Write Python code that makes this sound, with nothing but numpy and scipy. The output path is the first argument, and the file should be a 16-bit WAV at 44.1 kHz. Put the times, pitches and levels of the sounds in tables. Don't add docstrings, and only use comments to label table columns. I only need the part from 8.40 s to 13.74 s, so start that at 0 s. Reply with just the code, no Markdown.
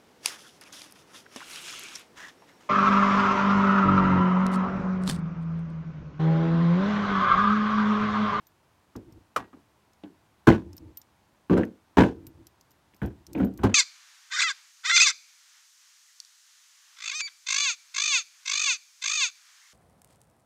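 import sys
import numpy as np
from scipy import signal
from scipy.fft import rfft, irfft, next_fast_len
from scipy.io import wavfile
from scipy.ndimage import uniform_filter1d, map_coordinates

SR = 44100
rng = np.random.default_rng(int(sys.argv[2]) if len(sys.argv) > 2 else 0)


def materialize(psi):
    bounded = np.clip(np.atleast_2d(psi).T, -1, 1)
    quanta = np.round(bounded * 32767).astype(np.int16)
    wavfile.write(sys.argv[1], SR, quanta)


N = 235561
T = np.arange(SR // 2) / SR

# frequency in Hz, gain in dB.
AIR_TONE = [(15, -59), (25, -21), (76, 0.5), (242, -6.5), (335, -6.5), (439, -11.5), (962, -8), (1130, -11),
            (1400, -13.5), (2410, -18.5), (6050, -25), (7510, -26.5), (14400, -31.5), (16000, -34)]
# start in seconds, length in seconds, creak level in dB.
WEIGHT_SHIFTS = [(0.669, 0.11, -51), (2.263, 0.073, -47), (2.414, 0.093, -49.5), (3.764, 0.13, -51),
                 (3.964, 0.047, -51), (4.766, 0.047, -58), (4.896, 0.078, -45), (5.138, 0.17, -47)]
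# frequency in Hz, gain in dB.
CREAK_TONE = [(24, -14), (40, -17.5), (86, 0.5), (220, -16.5), (334, -1), (396, -24), (463, -18.5),
              (556, -28), (843, -33), (900, -24.5), (1170, -72), (1980, -120)]
# start in seconds, click pitch in Hz, click level in dB, ring level in dB.
METAL_TICKS = [(0.069, 6000, -54.5, -54.5), (0.563, 5530, -46.5, -67), (0.724, 5540, -57, -67),
               (1.533, 5500, -59, -78), (2.331, 5390, -49, -76), (2.367, 11780, -51.5, -46),
               (2.38, 5360, -43, -60), (2.572, 12300, -41.5, -35.5), (2.616, 5660, -47.5, -66),
               (3.251, 11800, -53, -68), (3.868, 11530, -43.5, -48), (4.069, 11500, -45, -58.5),
               (4.211, 5460, -51.5, -72), (4.66, 11700, -50, -56.5), (4.867, 5800, -43, -67),
               (4.932, 12000, -42.5, -55.5), (5.048, 12240, -52, -47.5), (5.176, 11700, -46.5, -56)]
# frequency in Hz, gain in dB.
CLICK_TONE = [(1500, -17), (3500, -9), (5400, 0.5), (7500, -4.5), (9800, -11), (11700, -6), (13000, -9),
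              (16000, -14)]
# frequency in Hz, level in dB, time to fall 60 dB in seconds.
METAL_RING = [(13160, -16, .05), (14200, 1, 0.065)]
RATTLE_SPAN = (4.25, 5.25)
# start in seconds, level in dB.
SNAP_EVENTS = [(0.961, -20), (2.0701, -24), (3.174, -35), (5.234, -28.5)]
# frequency in Hz, gain in dB.
BRITTLE_TONE = [(100, -36), (250, -18), (550, -7), (760, -11.5), (1150, 2), (1450, -5.5), (1900, -16.5),
                (3000, -20), (7000, -26.5), (16000, -39)]
# frequency in Hz, level in dB, time to fall 60 dB in seconds.
SHARD_RING = [(1130, -5.5, 0.11), (1907, -23, 0.24), (2380, -13, .07)]
# frequency in Hz, gain in dB.
PACK_TONE = [(40, -39.5), (135, -14.5), (180, 2.5), (330, 1.5), (480, -7), (600, -17), (1000, -39.5),
             (3000, -83)]
# frequency in Hz, gain in dB.
CRUST_TONE = [(250, -22), (550, -5.5), (750, 4.5), (1000, 3), (1250, -6.5), (1550, 0.5), (1900, -10),
              (2700, -13.5), (4200, -22.5), (9000, -55)]
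# frequency in Hz, gain in dB.
GRIT_TONE = [(1200, -48), (3000, 6), (4300, 2.5), (6500, -1.5), (8000, -8.5), (12000, -21.5),
             (16000, -16.5)]
# frequency in Hz, gain in dB.
PUSH_TONE = [(25, -37.5), (45, -14), (68, -2), (98, 4), (125, -2.5), (170, -23.5), (500, -71.5)]
# multiple of the plate's pitch, gain in dB.
PLATE_TONE = [(.25, -14), (.55, -11), (1, 0.5), (1.5, -12), (2, -23), (5, -50.5)]
# start in seconds, level in dB, plate pitch in Hz.
CRACK_EVENTS = [(1.636, -54, 3080), (2.113, -31.5, 2010), (3.2334, -34, 1840), (3.634, -28.5, 1520),
                (4.536, -61.5, 2430), (4.976, -47.5, 2320), (5.032, -49, 2300)]
# start in seconds, sinking time in seconds, weight level in dB,
# crust level in dB, deep push level in dB, pitch of the hollow in Hz, pitch of the plate in Hz.
BOOT_STEPS = [ (0.554, 0.0046, -36.5, -53.5, -42, 326, 1200), (0.964, 0.046, -45, -44.5, -53, 398, 1225),
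              (1.13, 0.009, -47.5, -61, -61.5, 268, 1230), (1.635, 0.0021, -39, -54, -57, 290, 693),
              (2.0693, .017, -9, -18.5, -16.5, 186, 1030), (3.0973, 0.046, -16.5, -35.5, -29.5, 215, 1120),
              (3.168, .03, -20.5, -37, -32, 518, 1500), (3.57, 0.046, -13, -20.5, -22, 447, 930),
              (4.617, 0.027, -29.5, -42, -28.5, 331.5, 1650), (4.949, 0.059, -27.5, -47, -40.5, 217, 2320),
              (4.997, 0.042, -20, -41, -32.5, 191, 1310), (5.189, 0.076, -42, -54.5, -38.5, 226, 1470),
              (5.233, 0.019, -17.5, -30, -20.5, 220, 950), (5.314, 0.037, -38.5, -56, -45, 198, 1850)]

AIR_DB = -65.5
RATTLE_HZ, RATTLE_DB, RATTLE_RING_DB = 11760, -58, -66.5
STEP_T60_S = 0.25
CRACK_DB, CRACK_GROWS = -9.5, 0.72
GRIT_DB, GRIT_GROWS = -17.5, 1.112
FIRST_SLIP, POWDER = 7.4, 0.22
TOP_HZ = 16000


def amp(db):
    return 10 ** (np.asarray(db) / 20)


def unit(x):
    return x / np.sqrt(np.mean(x ** 2) + 1e-20)


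def fade(t, t60):
    return np.exp(-np.log(1000) * np.maximum(t, 0) / t60)


def add(track, start_s, sound):
    room = track[round(start_s * SR):][:len(sound)]
    room += sound[:len(room)]


def colour(x, points, peak_hz=1, peak_db=0, octaves=0.22):
    m = 2 * next_fast_len(len(x) // 2 + SR // 8)
    pitch = np.log2(np.fft.rfftfreq(m, 1 / SR) + 1)
    hz, db = np.transpose(points)
    gain_db = np.interp(pitch, np.log2(hz), db)
    gain_db = gain_db + peak_db / (1 + ((pitch - np.log2(peak_hz)) / octaves) ** 2)
    cepstrum = irfft(np.log(amp(gain_db)))
    cepstrum[1:m // 2] *= 2
    cepstrum[m // 2 + 1:] = 0
    response = np.exp(rfft(cepstrum))
    return irfft(rfft(x, m) * response, m)[:len(x)]


def fractures(n, rate, spread_db):
    hit = rng.random(n) < rate / SR
    sign = rng.choice([-1, 1], n)
    size = amp(spread_db * np.clip(rng.standard_normal(n), -2, 2))
    return unit(hit * sign * size)


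def energy(x):
    return np.abs(uniform_filter1d(x ** 2, size=SR // 40, mode="constant"))


def burst(grains, force, points, peak_hz=1, peak_db=0, octaves=0.22):
    sound = colour(grains * force, points, peak_hz, peak_db, octaves)
    return sound * np.sqrt(energy(force) / (energy(sound) + 1e-14))


def sines(partials):
    return sum(amp(db) * fade(T, t60) * np.sin(2 * np.pi * hz * T) for hz, db, t60 in partials)


def night():
    return amp(AIR_DB) * unit(colour(rng.standard_normal(N), AIR_TONE))


def settling(attack=0.026, t60=0.24):
    t = np.arange(N) / SR
    weight = np.zeros(N)
    for start, length, db in WEIGHT_SHIFTS:
        rise = np.clip(1 + (t - start) / attack, 0, 1)
        weight += amp(db) * rise * fade(t - start - length, t60)
    slips = fractures(N, rate=500, spread_db=2)
    return weight * unit(colour(slips, CREAK_TONE))


def ticks(t60=0.02, pitch_db=7, pitch_octaves=0.084, count=7):
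    out = np.zeros(N)
    rattle = [(s, RATTLE_HZ, RATTLE_DB, RATTLE_RING_DB) for s in rng.uniform(*RATTLE_SPAN, count)]
    for start, click_hz, click_db, ring_db in list(METAL_TICKS) + rattle:
        noise = rng.standard_normal(len(T))
        click = burst(noise, fade(T, t60), CLICK_TONE, click_hz, pitch_db, pitch_octaves)
        add(out, start, amp(click_db) * click + amp(ring_db) * sines(METAL_RING))
    return out


def snaps(hold=0.005, t60=0.052, splinter_db=-20, splinter_t60=0.19):
    out = np.zeros(N)
    rise = np.minimum(T / 0.002, 1)
    force = rise * (fade(T - hold, t60) + amp(splinter_db) * fade(T, splinter_t60))
    ring = rise * sines(SHARD_RING)
    for start, db in SNAP_EVENTS:
        snap = burst(rng.standard_normal(len(T)), force, BRITTLE_TONE)
        add(out, start, amp(db) * (snap + ring))
    return out


def scattered(x, share=0.37, spread=0.03, count=8):
    out = x.copy()
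    for when, size in zip(rng.random(count), rng.standard_normal(count)):
        weakening = share * (1 - when / 2)
        add(out, 0.002 + spread * when, weakening * np.clip(size, -1, 1) * x)
    return out


def clumps(rate, depth_db):
    knots = np.clip(rng.standard_normal(int(rate) + 4), -1.5, 1.5)
    return amp(depth_db * map_coordinates(knots, [T * rate]))


def crust_grains():
    slips = fractures(len(T), rate=600, spread_db=0.5)
    slips[SR // 1000] += FIRST_SLIP
    crumble = scattered(slips + POWDER * rng.standard_normal(len(T)))
    fine = scattered(fractures(len(T), rate=2000, spread_db=5))
    return crumble, 0.6 * crumble + fine


def crack(ice, plate_hz, hold=0.0042, t60=0.03, ring_db=6, ring_octaves=0.08):
    tone = [(k * plate_hz, db) for k, db in PLATE_TONE]
    return burst(ice, fade(T - hold, t60), tone, plate_hz, ring_db, ring_octaves)


def cracks(drop_db=3, drop_t60=0.15, spray_db=-22, spray_t60=0.06):
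    out = np.zeros(N)
    for start, db, plate_hz in CRACK_EVENTS:
        crumble, ice = crust_grains()
        drop = amp(drop_db) * burst(crumble, fade(T, drop_t60), PACK_TONE)
        spray = amp(spray_db) * burst(ice, fade(T, spray_t60), GRIT_TONE)
        add(out, start, amp(db) * (crack(ice, plate_hz) + drop + spray))
    return out


def steps(hollow_db=7, hollow_octaves=0.16, plate_db=4, plate_octaves=0.12,
          crust_life=0.78, grit_life=0.92, crust_hold=0.8):
    out = np.zeros(N)
    bite = 1 - np.exp(-T / 0.0011)
    for start, hold, weight_db, crust_db, push_db, hollow_hz, plate_hz in BOOT_STEPS:
        crumble, ice = crust_grains()
        weight = bite * fade(T - hold, STEP_T60_S)
        grind = bite * clumps(rate=150, depth_db=2.6)
        push = amp(push_db) * burst(crumble, weight, PUSH_TONE)
        thud = amp(weight_db) * burst(crumble, weight, PACK_TONE, hollow_hz, hollow_db, hollow_octaves)
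        split = amp(CRACK_DB + CRACK_GROWS * crust_db) * crack(ice, plate_hz)
        crushed = T - crust_hold * hold
        crust_force = grind * fade(crushed, STEP_T60_S * crust_life)
        crunch = burst(crumble, crust_force, CRUST_TONE, plate_hz, plate_db, plate_octaves)
        crunch = amp(crust_db) * crunch
        grit_force = grind * fade(crushed, STEP_T60_S * grit_life)
        grit = amp(GRIT_DB + GRIT_GROWS * crust_db) * burst(ice, grit_force, GRIT_TONE)
        add(out, start, push + thud + split + crunch + grit)
    return out


def scene():
    return (steps() + cracks() + snaps() + settling() + ticks() + night())[None]


def record(dry):
    bass_cut = signal.butter(2, 35, "highpass", fs=SR, output="sos")
    thin = signal.sosfilt(bass_cut, dry)
    held = thin / (1 + np.abs(thin / 0.95) ** 6) ** (1 / 6)
    m = next_fast_len(N + SR // 4)
    in_band = np.fft.rfftfreq(m, 1 / SR) < TOP_HZ
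    return irfft(rfft(held, m) * in_band, m)[..., :N]


dry = scene()
out = record(dry)
materialize(out)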